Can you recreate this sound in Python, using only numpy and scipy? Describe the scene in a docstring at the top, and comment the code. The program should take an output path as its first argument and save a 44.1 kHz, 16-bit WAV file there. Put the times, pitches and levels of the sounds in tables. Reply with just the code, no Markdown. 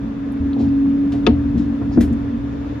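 """Inside a suspended monorail car as it starts to move, heard at two close microphone ports.
From the start a steady tone hums, swells and fades over resonant rolling noise, broadband air hiss and
faint narrowband whines. From 0.3 s come light ticks and scuffs, decaying noise bursts from the left, and
from 0.4 s dull thuds that ring the modes of the body. At about 1.27 s one hard click sounds from the left:
short modes, a noise crack and a diffuse tail."""
import sys
import numpy as np
from scipy import signal
from scipy.fft import rfft, irfft, next_fast_len
from scipy.io import wavfile
from scipy.ndimage import uniform_filter1d, minimum_filter1d, map_coordinates

SR = 44100
rng = np.random.default_rng(int(sys.argv[2]) if len(sys.argv) > 2 else 0)


def store_wav(level_fs):
    """Save 16-bit WAV to argv[1]."""
    pcm = np.round(np.clip(np.atleast_2d(level_fs), -1, 1) * 32767)
    wavfile.write(sys.argv[1], SR, pcm.T.astype(np.int16))


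N = 123479

# Course of the hum: (time [s], pitch [Hz], level [dB])
HUM_COURSE = [(0, 278, -27), (.12, 278, -29), (.34, 277.5, -23.5), (.54, 277.5, -20.5), (.7, 277.6, -15.5),
              (.92, 277.8, -15), (.99, 281, -16), (1.2, 281.5, -19), (1.4, 283, -20), (1.6, 281.5, -22),
              (1.85, 280.5, -23.5), (2.15, 280.5, -23), (2.45, 280.5, -26), (2.8, 280.5, -30.5)]
HUM_WAVER_DB, HUM_SIDE_DB = .7, -13

# Modes of the car body: (frequency [Hz], bandwidth [Hz], relative level [dB], basic t60 [s])
BODY_MODES = [(54.4, 14.5, 0, 0.27), (79.87, 10.3, -0.5, 0.6), (120.03, 6.9, 1.5, 0.43),
              (193.9, 27.1, -0.5, .3), (234.4, 11.94, 9, 0.28), (294.6, 25, -2.5, 0.53),
              (312.3, 16.7, -6.5, 0.42), (431.3, 23.6, -12.5, 0.16), (533.7, 46, -23.5, 0.086),
              (691, 90, -26.5, 0.083)]

# Course of the rolling noise: (time [s], level over 150 Hz [dB], level under 150 Hz [dB])
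ROLL_COURSE = [(0, -25.5, -28.5), (.15, -31, -35), (.45, -28, -35), (.7, -33, -30), (1.0, -26.5, -34),
               (1.2, -23, -30), (1.5, -26.5, -24), (1.75, -26.5, -34), (1.95, -24, -22.5), (2.3, -29, -28),
               (2.8, -34.5, -32.5)]
ROLL_SIDE_DB = -13.5

# Course of the hiss: (time [s], level [dB])
AIR_COURSE = [(0.0, -47), (2.8, -45)]
# Relative spectrum of the sum of the ports: (frequency [Hz], density [dB per Hz])
AIR_MID_SPECTRUM = [(180, -42.5), (300, -1.5), (326, -16.5), (418, -13), (454, -14), (798, -27),
                    (911, -23.5), (1650, -28), (6990, -53.5), (8670, -85), (11100, -64), (15800, -70)]
# Relative spectrum of their difference: (frequency [Hz], density [dB per Hz])
AIR_SIDE_SPECTRUM = [(180, -37.5), (300, -8.5), (321, -5), (654, -4.5), (759, -8), (1450, -15),
                     (2760, -27.5), (3490, -30), (8820, -41), (15800, -77)]
AIR_SIDE_DB, AIR_LEFT = -4.5, .2  # side against mid; share of the mid noise in the side

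# Lines of fans and equipment: (frequency [Hz], level [dB], width at half amplitude [Hz])
WHINE_LINES = [(1740, -59, 90), (2525, -67, 14), (2635, -66, 14), (3540, -63.5, 260)]

# Noise bursts: (time [s], level before the envelope [dB], rise [s], t60 [s], centre [Hz],
#                distance from centre to 1/e amplitude [octaves])
SCUFF_BURSTS = [(.32, -55, .001, .06, 10500, .27), (.53, -42.5, .0012, .056, 3600, .37),
                (.563, -30, .0015, .07, 650, .4), (.585, -25, .022, .3, 553, .64),
                (.58, -44, .033, .37, 3500, .9), (.688, -48.5, .001, .028, 4490, .28),
                (.855, -30, .001, .06, 650, .7), (1.119, -40, .002, .25, 1800, 1.5),
                (1.135, -31, .01, .18, 600, .58), (1.298, -29, .006, .3, 600, .35),
                (1.57, -47, .012, .3, 4170, .8), (1.693, -33.5, .004, .1, 600, .53),
                (1.81, -32, .0088, .12, 750, .9), (1.913, -31, .002, .08, 600, .5),
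                (1.914, -39.5, .029, .15, 4960, .4), (1.97, -17, .007, .33, 380, .75),
                (1.974, -31, .001, .053, 1500, .42), (2.004, -33, .004, .12, 1750, .4),
                (2.005, -49, .006, .13, 11500, .26), (2.005, -34, .0061, .18, 2500, 2.1),
                (2.126, -49, .0024, .054, 7040, .61)]
SCUFF_PAN_DB, SCUFF_WIDE = 3.5, 0.067  # left over right; gain of the unshared noise

# Blows: (time [s], level [dB], boom under 100 Hz [dB], boom from 100 to 150 Hz [dB],
#         tilt of the upper modes [dB per octave], share of the basic t60 left to the upper modes)
THUD_BLOWS = [(.40, -28.5, 11, -14.5, -1, .9), (.46, -30.5, 14, -8, -1, .9),
              (0.561, -24, -13.5, 1, 12, 1.2), (0.604, -18, -3, -13.5, 12.5, 0.48),
              (0.656, -21.5, -22, 4, -6, 0.99), (0.852, -26, -16, -7.5, -10.5, 1.4),
              (1.135, -33, -1, -13.5, 21.5, 0.88), (1.277, -11.5, -10, -17, 6, 0.45),
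              (1.29, -9, -8.5, -10, 4, 0.26), (1.553, -16, -1.5, -9.5, 1, 1.25),
              (1.694, -29, -2, -13, -1, 0.84), (1.81, -25.5, -2, 0.5, 14, .9),
              (1.962, -13.5, -12, -6, -5, 0.36), (1.974, -9, -7, -11, 14.5, 0.55),
              (1.995, -20, -9, -7.5, -5, .9), (2.109, -19.5, -9, -2, -6, 0.8)]
THUD_RISE_S, THUD_SIDE_DB = 0.0056, -12  # rise is a time constant

# Modes of the click: (frequency [Hz], relative level [dB], t60 [s])
CLICK_MODES = [(350.5, 10.5, 0.047), (435.4, 5.5, 0.092), (519, 3, 0.066), (718, -5, 0.099),
               (911, -7, 0.09), (1096, -15.5, 0.11), (1258, -5, 0.055), (1416, -8.5, 0.043),
               (1667, -16.5, 0.051), (1990, -12, 0.033), (2586, 0.5, 0.026), (2870, -10.5, 0.027),
               (3556, 3, 0.022), (4560, -11.5, 0.02)]
# Relative spectrum of the click noise: (frequency [Hz], gain [dB])
CLICK_SPECTRUM = [(300, -8.5), (1000, -4.5), (3000, -6.5), (5000, -9.5), (7000, -18), (9000, -33.5),
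                  (16000, -73)]
CLICK_S, CLICK_DB, CLICK_PAN_DB = 1.2655, -9.5, 8.5
CLICK_RISE_S, CLICK_RISE_CYCLES = 0.0008, 4  # rise of the whole; rise of each mode
CLICK_NOISE_DB, CLICK_NOISE_T60 = -2.5, 0.043
CLICK_DULL_HZ, CLICK_BRIGHT_T60 = 4500, .022  # the noise above this frequency decays faster
CLICK_TAIL_DB, CLICK_TAIL_T60 = -20, 0.23

# Phase offset between the channels of the bursts and the click: (frequency [Hz], offset [rad])
PHASE_OFFSET = [(330, -0.23), (600, 2), (2000, 0), (4500, 1), (7000, 1.5), (8600, -19.5), (10500, 5.5),
                (12000, 7.5), (16000, 8.5)]
# Band in which the left channel is raised and the right lowered: (lower edge [Hz], upper edge [Hz])
PAN_BAND = (400, 6500)
TOP_HZ, PEAK_LIMIT = 15800, .92


def amp(db):
    """Decibel law: level to amplitude ratio."""
    return 10 ** (np.asarray(db) / 20)


def unit(x):
    """Normalisation of power: scale to rms 1."""
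    return x / np.sqrt(np.mean(x ** 2) + 1e-20)


def along(points, hz):
    """Linear interpolation of (frequency, value) points on a logarithmic frequency axis."""
    f, v = np.transpose(points)
    return np.interp(np.log(hz + 1), np.log(f + 1), v)


def curves(rows):
    """Linear interpolation in time: one value per sample for each column after the time."""
    times, *columns = np.transpose(rows)
    return [np.interp(np.arange(N) / SR, times, column) for column in columns]


def wobble(rate):
    """Spline interpolation of random knots, rate a second, into a smooth curve."""
    knots = rng.standard_normal(int(N * rate / SR) + 4)
    return map_coordinates(knots, [np.arange(N) * rate / SR])


def filtered(x, response):
    """Convolution theorem: multiply the spectrum of x by a response of frequency."""
    n = x.shape[-1]
    m = next_fast_len(n + 8192)
    return irfft(rfft(x, m) * response(np.fft.rfftfreq(m, 1 / SR)), m)[..., :n]


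def patchy(depth_db):
    """Time-frequency modulation: two independent noises share patches of random gain."""
    z = signal.stft(rng.standard_normal((2, N)), nperseg=512)[2]
    field = rng.standard_normal(z.shape[1:])
    field = uniform_filter1d(field, size=8, axis=0)
    field = uniform_filter1d(field, size=8, axis=1, mode="wrap")
    return signal.istft(z * amp(depth_db * unit(field)), nperseg=512)[1][:, :N]


def ports(x, pan_db):
    """Stereo placement: a frequency-dependent phase offset, and a mid-band level difference to the left."""
    low, high = PAN_BAND

    def lean(hz):
        band = hz ** 4 / (hz ** 4 + low ** 4) / (1 + (hz / high) ** 6)
        return amp(pan_db / 2 * band)

    def response(hz):
        return np.array([lean(hz), np.exp(-1j * along(PHASE_OFFSET, hz)) / lean(hz)])

    return filtered(x, response)


def stereo(mid, side):
    """Sum-and-difference principle: left is mid plus side, right is mid minus side."""
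    return np.array([mid + side, mid - side])


def add(track, s, x):
    """Superposition: mix x into track at time s."""
    part = track[..., round(s * SR):][..., :x.shape[-1]]
    part += x[..., :part.shape[-1]]


def hum():
    """Frequency modulation: the phase integrates a drifting pitch; a quadrature side offsets the ports."""
    hz, db = curves(HUM_COURSE)
    phase = 2 * np.pi * np.cumsum(hz) / SR
    tone = stereo(np.sin(phase), amp(HUM_SIDE_DB) * np.cos(phase))
    return np.sqrt(2) * amp(db + HUM_WAVER_DB * wobble(12.62)) * tone


def roll():
    """Forced resonance: wheel noise excites the body modes; low and high modes swell apart."""
    def modes(f):
        total = 0
        for k, (centre, width, db, _) in enumerate(BODY_MODES):
            resonance = 1j * f * width / (centre * centre - f * f + 1j * f * width)
            total = total + (-1) ** k * amp(db) * resonance  # neighbours alternate in sign
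        return total

    noise = rng.standard_normal((2, N))
    high_db, low_db = curves(ROLL_COURSE)
    high = unit(filtered(noise, lambda f: modes(f) * (f > 150)))
    low = unit(filtered(noise, lambda f: modes(f) * (f <= 150) * f ** 2 / (f ** 2 + 40 ** 2)))
    mid, side = amp(high_db) * high + amp(low_db) * low
    return stereo(mid, side * amp(ROLL_SIDE_DB))


def air():
    """Broadband flow noise: the wide hiss of the ventilation, slightly to the left."""
    a, b = patchy(depth_db=.7)
    # The level refers to the mid signal between 600 and 6000 Hz.
    reference = unit(filtered(a, lambda f: amp(along(AIR_MID_SPECTRUM, f)) * (f > 600) * (f < 6000)))
    mid = filtered(a, lambda f: amp(along(AIR_MID_SPECTRUM, f)) * (f > 280))
    mid = mid * np.dot(reference, reference) / np.dot(reference, mid)
    side = filtered(b + AIR_LEFT * a, lambda f: amp(along(AIR_SIDE_SPECTRUM, f)) * (f > 280))
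    side = unit(side) * np.std(mid) * amp(AIR_SIDE_DB)
    return amp(curves(AIR_COURSE)[0] + 0.4 * wobble(24)) * stereo(mid, side)


def whines():
    """Narrowband noise: faint fuzzy lines of fans and equipment."""
    def line(hz, width):
        noise = rng.standard_normal((2, N))
        return unit(filtered(noise, lambda f: 1 / (1 + ((f - hz) / width * 2) ** 2)))

    return sum(amp(db) * line(hz, width) for hz, db, width in WHINE_LINES)


def scuffs():
    """Transient friction noise: light ticks and scrapes as decaying bursts round a centre frequency."""
    out, t = np.zeros((2, N)), np.arange(SR // 4) / SR
    for s, db, rise, t60, hz, octaves in SCUFF_BURSTS:
        def band(f):
            return np.exp(-(np.log2((f + 1) / hz) / octaves) ** 2)

        near, *wide = unit(filtered(rng.standard_normal((3, len(t))), band))
        shape = amp(db - 60 * t / t60) * np.minimum(t / rise, 1)
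        add(out, s, shape * (ports(near, SCUFF_PAN_DB) + SCUFF_WIDE * np.array(wide)))
    return out


def thuds():
    """Modal superposition: soft blows on the floor ring the body modes, each decaying exponentially."""
    out, t = np.zeros((2, N)), np.arange(SR // 2) / SR
    hz, _, level, t60 = (column[:, None] for column in np.transpose(BODY_MODES))
    for s, db, boom_db, second_db, tilt_db, share in THUD_BLOWS:
        upper_db = tilt_db * np.log2(hz / 235)
        extra = np.where(hz < 100, boom_db, np.where(hz < 150, second_db, upper_db))
        extra = extra + np.where(hz < 70, -10, 0)
        ring_t60 = t60 * np.where(hz < 150, 1, share)
        rings = amp(db + level + extra - 60 * t / ring_t60) * (1 - np.exp(-t / THUD_RISE_S))
        phase = 2 * np.pi * hz * t + rng.normal(0, .3, hz.shape)
        mid = (rings * np.sin(phase)).sum(axis=0)
        # The side grows with frequency and has its own phases.
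        side_phase = phase + rng.normal(0, 1.0, hz.shape)
        side = amp(THUD_SIDE_DB) * (rings * hz / 300 * np.sin(side_phase)).sum(axis=0)
        add(out, s, stereo(mid, side))
    return out


def click():
    """Impact excitation: a hard part snaps home, with short modes, a crack and the cabin's answer."""
    out, t = np.zeros((2, N)), np.arange(SR // 4) / SR
    noise = rng.standard_normal((3, len(t)))
    noise = unit(filtered(noise, lambda f: amp(along(CLICK_SPECTRUM, f))))
    dull = filtered(noise, lambda f: 1 / (1 + (f / CLICK_DULL_HZ) ** 6))
    bright = noise[0] - dull[0]
    ring = np.zeros(len(t))
    for hz, db, t60 in CLICK_MODES:
        mode = np.sin(2 * np.pi * (hz * t + rng.random()))
        ring += amp(db - 60 * t / t60) * mode * np.minimum(t * hz / CLICK_RISE_CYCLES, 1)
    # The treble of the crack dies first.
    crack = amp(-60 * t / CLICK_NOISE_T60) * dull[0] + amp(-60 * t / CLICK_BRIGHT_T60) * bright
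    crack = amp(CLICK_NOISE_DB) * crack
    rise = np.sin(np.pi / 2 * np.minimum(t / CLICK_RISE_S, 1)) ** 2
    tail = amp(CLICK_TAIL_DB - 60 * t / CLICK_TAIL_T60) * (1 - np.exp(-t / 0.0026)) * dull[1:]
    add(out, CLICK_S, amp(CLICK_DB) * (ports(rise * (ring + crack), CLICK_PAN_DB) + tail))
    return out


def scene():
    """Linear superposition of all sources."""
    return hum() + roll() + air() + whines() + scuffs() + thuds() + click()


def record(dry):
    """Peak limiting by a smoothed gain common to both ports, then band limitation at TOP_HZ."""
    need = np.minimum(1, PEAK_LIMIT / (np.abs(dry).max(axis=0) + 1e-9))
    gain = uniform_filter1d(minimum_filter1d(need, size=221), size=111)
    return filtered(dry * gain, lambda hz: hz < TOP_HZ)


dry = scene()
out = record(dry)
store_wav(out)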